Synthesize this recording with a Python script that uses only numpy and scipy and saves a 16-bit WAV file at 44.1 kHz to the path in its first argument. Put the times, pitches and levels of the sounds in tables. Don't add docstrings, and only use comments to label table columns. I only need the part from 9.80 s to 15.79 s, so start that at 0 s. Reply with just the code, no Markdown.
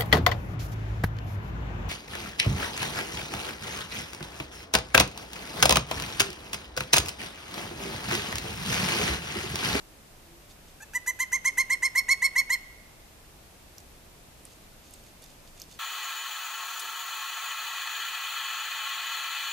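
import sys
import numpy as np
from scipy import signal
from scipy.fft import rfft, irfft, next_fast_len
from scipy.io import wavfile

SR = 44100
rng = np.random.default_rng(int(sys.argv[2]) if len(sys.argv) > 2 else 0)


def wav_out(sig):
    wavfile.write(sys.argv[1], SR, np.round(np.clip(np.atleast_2d(sig).T, -1, 1) * 32767).astype(np.int16))


N = 264159
TIME = np.arange(N) / SR

# start_s, length_s, top_pitch_hz, level_db (before voice colour and swell)
CALL_NOTES = [(1.003, 0.039, 875, -32), (1.134, .046, 1004, -26), (1.261, 0.051, 1028, -24.5),
              (1.389, 0.053, 1053, -22), (1.517, 0.055, 1066, -22.5), (1.644, 0.053, 1077, -21),
              (1.772, 0.052, 1071, -18), (1.896, 0.053, 1079, -18.5), (2.021, 0.054, 1077, -18),
              (2.149, 0.057, 1094, -18), (2.282, 0.058, 1101, -17), (2.416, 0.058, 1095, -17.5),
              (2.553, 0.06, 1098, -17.5), (2.694, 0.061, 1079, -18.5)]
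# start_s, peak_db (before left-right balance), ring_hz
CLAW_TICKS = [(3.982, -31, 5800), (4.653, -28.5, 9500), (5.109, -39, 10500), (5.138, -30.5, 8150),
              (5.423, -39, 9500), (5.44, -35, 5900), (5.7996, -29.5, 6650), (5.8178, -23, 5940)]


def from_db(db):
    return 10 ** (np.asarray(db) / 20)


def rms_one(x):
    return x / np.sqrt(np.mean(x ** 2) + 1e-20)


def ramp(x):
    return np.clip(x, 0, 1)


def at_hz(points, hz):
    points = np.array(points)
    return np.interp(np.log(np.maximum(hz, 1)), np.log(points[:, 0]), points[:, 1])


def coloured(x, spectrum):
    size = next_fast_len(x.shape[-1])
    gain = from_db(at_hz(spectrum, np.fft.rfftfreq(size, 1 / SR)))
    return irfft(rfft(x, size) * gain, size)[..., :x.shape[-1]]


def waver(t, per_s):
    knots = t * per_s
    return np.interp(knots, np.arange(4096), rng.standard_normal(4096))


def resonate(x, hz, width_hz):
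    r = np.exp(-np.pi * width_hz / SR)
    return signal.lfilter(np.array([1, 0, -1]) * (1 - r * r) / 2, [1, -2 * r * np.cos(2 * np.pi * hz / SR), r * r], x)


def add(out, s, sound):
    at = round(s * SR)
    out[..., at:at + sound.shape[-1]] += sound[..., :N - at]


def woodpecker():
    out = np.zeros((2, N))
    for s, *shape in CALL_NOTES:
        add(out, s, note(s, *shape))
    return out


def note(s, length, top_hz, level_db, scoop_treble_db=-6, rasp_hz=7000, rasp_width_hz=7000):
    # time_s, opening (about 1 = wide)
    beak_run = [(1.25, 0), (1.4, 0.27), (1.65, 0.47), (1.95, 1.17), (2.6, 1.41)]
    # pitch_hz, left_minus_right_db
    side_curve = [(1000, 2), (1900, -0.5), (2150, -4), (4800, 1), (6800, -5), (13000, -1)]
    # pitch_hz, right_lead_radians
    lead_curve = [(1000, 0.29), (2100, 0.76), (4800, 0.64), (6800, 0.62), (13000, 0.69)]
    t = np.arange(int(.08 * SR)) / SR
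    share = t / length

    beak_wait_s, beak_opens_s, beak_closes_s = 0.0033, 0.028, 0.0043
    beak = np.interp(s, *np.transpose(beak_run))
    opening = beak * ramp((t - beak_wait_s) / beak_opens_s) * ramp(.5 + (length - t) / beak_closes_s)

    first_scoop_s, warm_scoop_s, warm_up_s = 0.0223, 0.0044, 0.44
    scoop_s = warm_scoop_s + (first_scoop_s - warm_scoop_s) * np.exp((CALL_NOTES[0][0] - s) / warm_up_s)
    scoop = ramp(1 - t / scoop_s)
    unlocked = np.sqrt(scoop) + np.exp(-((share - .96) / .07) ** 2) / 2

    lock_s, burst_s, burst_treble_db = 0.0055, 0.001, 0.5
    attack_s = scoop_s + lock_s
    burst = np.exp(-((t - attack_s) / burst_s) ** 2)
    bright_db = treble_db(t, length, level_db, beak) + scoop_treble_db * np.sqrt(scoop) + burst_treble_db * burst

    scoop_semitones, lowest_hz = 3.5, 800
    semitones = arch(t, length) - scoop_semitones * scoop * np.sqrt(scoop)
    pitch = np.maximum(top_hz * 2 ** (semitones / 12), lowest_hz)
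    jitter, unlocked_jitter = .0045, .022
    wobble = (jitter + unlocked_jitter * unlocked) * waver(t, 1100)
    phase = 2 * np.pi * np.cumsum(pitch * (1 + wobble)) / SR

    flutter_db, uneven_db = 2.5, 2.2
    out = np.zeros((2, len(t)))
    for k in range(1, 18):
        hz = k * pitch
        high = ramp((hz - 2500) / 3500)
        unsteady_db = flutter_db * waver(t, 400) + uneven_db * rng.standard_normal()
        unsteady_db = (.2 if k < 3 else 1) * unsteady_db
        gain = throat(hz, opening) * from_db(high * bright_db + unsteady_db)
        angle = k * phase - k * k / 2
        side_db, lead = at_hz(side_curve, hz) / 2, at_hz(lead_curve, hz)
        left = from_db(side_db) * np.sin(angle)
        right = from_db(-side_db) * np.sin(angle + lead)
        out += gain * np.array([left, right])

    rasp_db, unlocked_rasp_db = -29, 12
    rasp = rms_one(resonate(rng.standard_normal(len(t)), rasp_hz, rasp_width_hz)) * (1 + np.cos(phase))
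    out += from_db(rasp_db + bright_db + unlocked_rasp_db * unlocked) * rasp

    croak_hz, croak_width_hz, croak_db = 1620, 310, -15.5
    croak = resonate(rng.standard_normal(len(t)), croak_hz, croak_width_hz)
    croak = resonate(croak, croak_hz, croak_width_hz)
    out += from_db(croak_db) * ramp(1 - t / attack_s) * rms_one(croak)

    ends = ramp(t / .002) * ramp((1.2 - share) / .1)
    return out * ends * from_db(level_db + push_db(t, length, attack_s, beak))


def throat(hz, opening):
    # centre_hz, half_width_hz (9 dB down), narrow_beak_db, open_beak_db
    resonances = [(1025, 380, -15, -25.5), (1510, 167, 0.5, -0.5), (1988, 155, 3, -1.5), (2203, 84, 9, 3),
                  (2584, 210, -14.5, -14), (3300, 1100, -23.5, -40), (4450, 620, -26, -14.5),
                  (5460, 132, -12.5, -8.5), (6175, 280, -8.5, -12.5), (6796, 280, -10, -7),
                  (7920, 350, -15.5, -17), (8790, 370, -21.5, -17), (9780, 380, -24.5, -21),
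                  (11740, 2100, -20, -45), (12300, 1660, -46, -27.5), (7800, 880, -40, -23.5)]
    power = 0
    for centre, width, narrow_db, open_db in resonances:
        height = from_db(narrow_db + opening * (open_db - narrow_db))
        power = power + height ** 2 / (1 + ((hz - centre) / width) ** 2) ** 3
    return np.sqrt(power)


def arch(t, length):
    top_share, rise_s, fall_s, deepest_fall_semitones = .72, .0235, 0.0156, 4.4
    late = t - top_share * length
    return -np.where(late < 0, (late / rise_s) ** 2, np.minimum((late / fall_s) ** 2, deepest_fall_semitones))


def push_db(t, length, attack_s, beak):
    start_db, release_s, release_db_per_s = -14, 0.0045, 1700
    swell_narrow_db, swell_open_db = -6, -1
    swell_db = swell_narrow_db + beak * (swell_open_db - swell_narrow_db)
    attack_db = start_db * ramp(1 - (t / attack_s) ** 2)
    closing = np.maximum(t - length + release_s, 0)
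    return attack_db + swell_db * (ramp(t / length) - .5) - release_db_per_s * closing


def treble_db(t, length, level_db, beak):
    narrow_db, open_db, release_s, release_db_per_s = 11, 1.5, 0.013, 896
    full_voice_db, soft_dulling = -17, 0.78
    held_db = narrow_db + beak * (open_db - narrow_db) + soft_dulling * min(level_db - full_voice_db, 0)
    return held_db - release_db_per_s * np.maximum(t - length + release_s, 0)


def claws(snap_hz=13000, ring_width_share=0.35, snap_width_hz=2000, grain_db=4, first_snap=8):
    # pitch_hz, gain_db (relative)
    scrape_colour = [(1000, -42), (2500, 1.5), (4500, -3), (7000, 0.5), (10000, -5.5), (15000, -13)]
    # ring_hz, width_hz, gain_db (relative)
    post_modes = [(3600, 74, 7), (4470, 77, 10), (5040, 62, 6), (6370, 440, -1)]
    tick_t60_s, tick_snap_db = 0.017, -8.5
    out, t = np.zeros(N), np.arange(2048) / SR
    for s, peak_db, hz in CLAW_TICKS:
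        crackle = rng.standard_normal(len(t)) * from_db(-60 * t / tick_t60_s)
        crackle[0] = first_snap
        width_hz = ring_width_share * hz
        ringing = resonate(resonate(crackle, hz, width_hz), hz, width_hz)
        tick = ringing + from_db(tick_snap_db) * resonate(crackle, snap_hz, snap_width_hz)
        add(out, s, from_db(peak_db) * tick / np.abs(tick).max())

    grains = rng.standard_normal(N) * from_db(grain_db * waver(TIME, 500))
    friction = rms_one(coloured(grains, scrape_colour))
    squeak = rms_one(sum(from_db(db) * resonate(friction, hz, width) for hz, width, db in post_modes))
    hard_drag_db, squeak_db = -52.5, 2
    pressure = rubbing()
    squeak_gain = from_db(squeak_db) * ramp(pressure / from_db(hard_drag_db))
    return out + pressure * (friction + squeak_gain * squeak)


def rubbing():
    # middle_s, half_length_s (17 dB down), level_db (before squeak and balance)
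    scrapes = [(0.711, .024, -56), (0.894, 0.043, -62), (4.728, 0.054, -61.5), (5.066, 0.028, -59),
               (5.263, .05, -61.5), (5.933, .033, -55.5)]
    drag_delay_s, drag_half_length_s, drag_db = 0.0073, 0.037, -62.5
    drags = [(s + drag_delay_s, drag_half_length_s, drag_db) for s, *_ in CLAW_TICKS]
    strokes = sum(from_db(db) * np.exp(-2 * ((TIME - s) / half_length) ** 2)
                  for s, half_length, db in [*scrapes, *drags])
    shift_start_s, shift_build_s = 3.45, 3.9
    brush_db, brush_spread_db, brushes_per_s = -60.5, 4, 22
    shifting = ramp((TIME - shift_start_s) / shift_build_s)
    brushing = shifting * from_db(brush_db + brush_spread_db * waver(TIME, brushes_per_s))
    return np.hypot(strokes, brushing)


def trees(x, t60=0.97, treble_t60=0.59, treble_hz=3000, tail_db=-25, build_s=0.048):
    # delay_s, left_db, right_db
    echoes = [(.0085, -27, -26), (.021, -23, -17), (.047, -24.5, -37)]
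    # pitch_hz, gain_db (relative)
    tree_colour = [(500, -10), (1200, 13), (1950, 7), (2200, 6), (2600, 20.5), (4300, 5.5), (6500, 5),
                   (14000, 7.5)]
    t = np.arange(int(1.5 * SR)) / SR
    build = 1 - np.exp(-t / build_s)
    envelope = build * from_db(-60 * t / t60)
    treble_envelope = build * from_db(-60 * t / treble_t60)
    scatter = coloured(rng.standard_normal((2, len(t))), tree_colour)
    low = signal.sosfiltfilt(signal.butter(4, treble_hz, fs=SR, output="sos"), scatter)
    tail = low * envelope + (scatter - low) * treble_envelope
    response = from_db(tail_db) * tail / np.sqrt(np.sum(envelope ** 2))
    for delay, *levels_db in echoes:
        response[:, round(delay * SR)] += from_db(levels_db)
    return signal.fftconvolve(x, response, axes=1)[:, :N]


def far_hoot():
    start_s, length_s, from_hz, to_hz, peak_db = .39, .26, 330, 352, -57.5
    share = np.clip((TIME - start_s) / length_s, 0, 1)
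    pitch = from_hz + (to_hz - from_hz) * share
    return from_db(peak_db) * np.sin(np.pi * share) * np.sin(2 * np.pi * np.cumsum(pitch) / SR)


def air():
    # pitch_hz, gain_db (relative)
    air_colour = [(12, -46), (20, 2.5), (108, -6.5), (278, -11), (337, -11), (421, -13), (656, -12.5),
                  (865, -15.5), (1640, -19.5), (2620, -19.5), (3010, -21), (6180, -23.5), (9630, -24.5),
                  (13400, -25), (15000, -30)]
    # pitch_hz, correlation (1 = same in both ears)
    likeness = [(60, 0.92), (150, 0.81), (380, 0.52), (940, 0.16), (2370, 0.024), (5940, 0.0082),
                (14900, 0.01)]
    level_db = -52
    size = next_fast_len(N)
    alike = np.clip(at_hz(likeness, np.fft.rfftfreq(size, 1 / SR)), 0, 1)
    mid, side = rfft(rng.standard_normal((2, size)))
    spectrum = np.sqrt(1 + alike) * mid + np.sqrt(1 - alike) * side * [[1], [-1]]
    white = irfft(spectrum, size)[:, :N]
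    return from_db(level_db) * rms_one(coloured(white, air_colour))


def scene(claw_left_db=-3.0, claw_right_db=1):
    bird = woodpecker() + claws() * from_db([[claw_left_db], [claw_right_db]])
    return bird + trees(bird) + air() + far_hoot()


def record(dry):
    cutoff_hz = 14500
    return signal.sosfilt(signal.ellip(12, .1, 90, cutoff_hz, fs=SR, output="sos"), dry)


dry = scene()
out = record(dry)
wav_out(out)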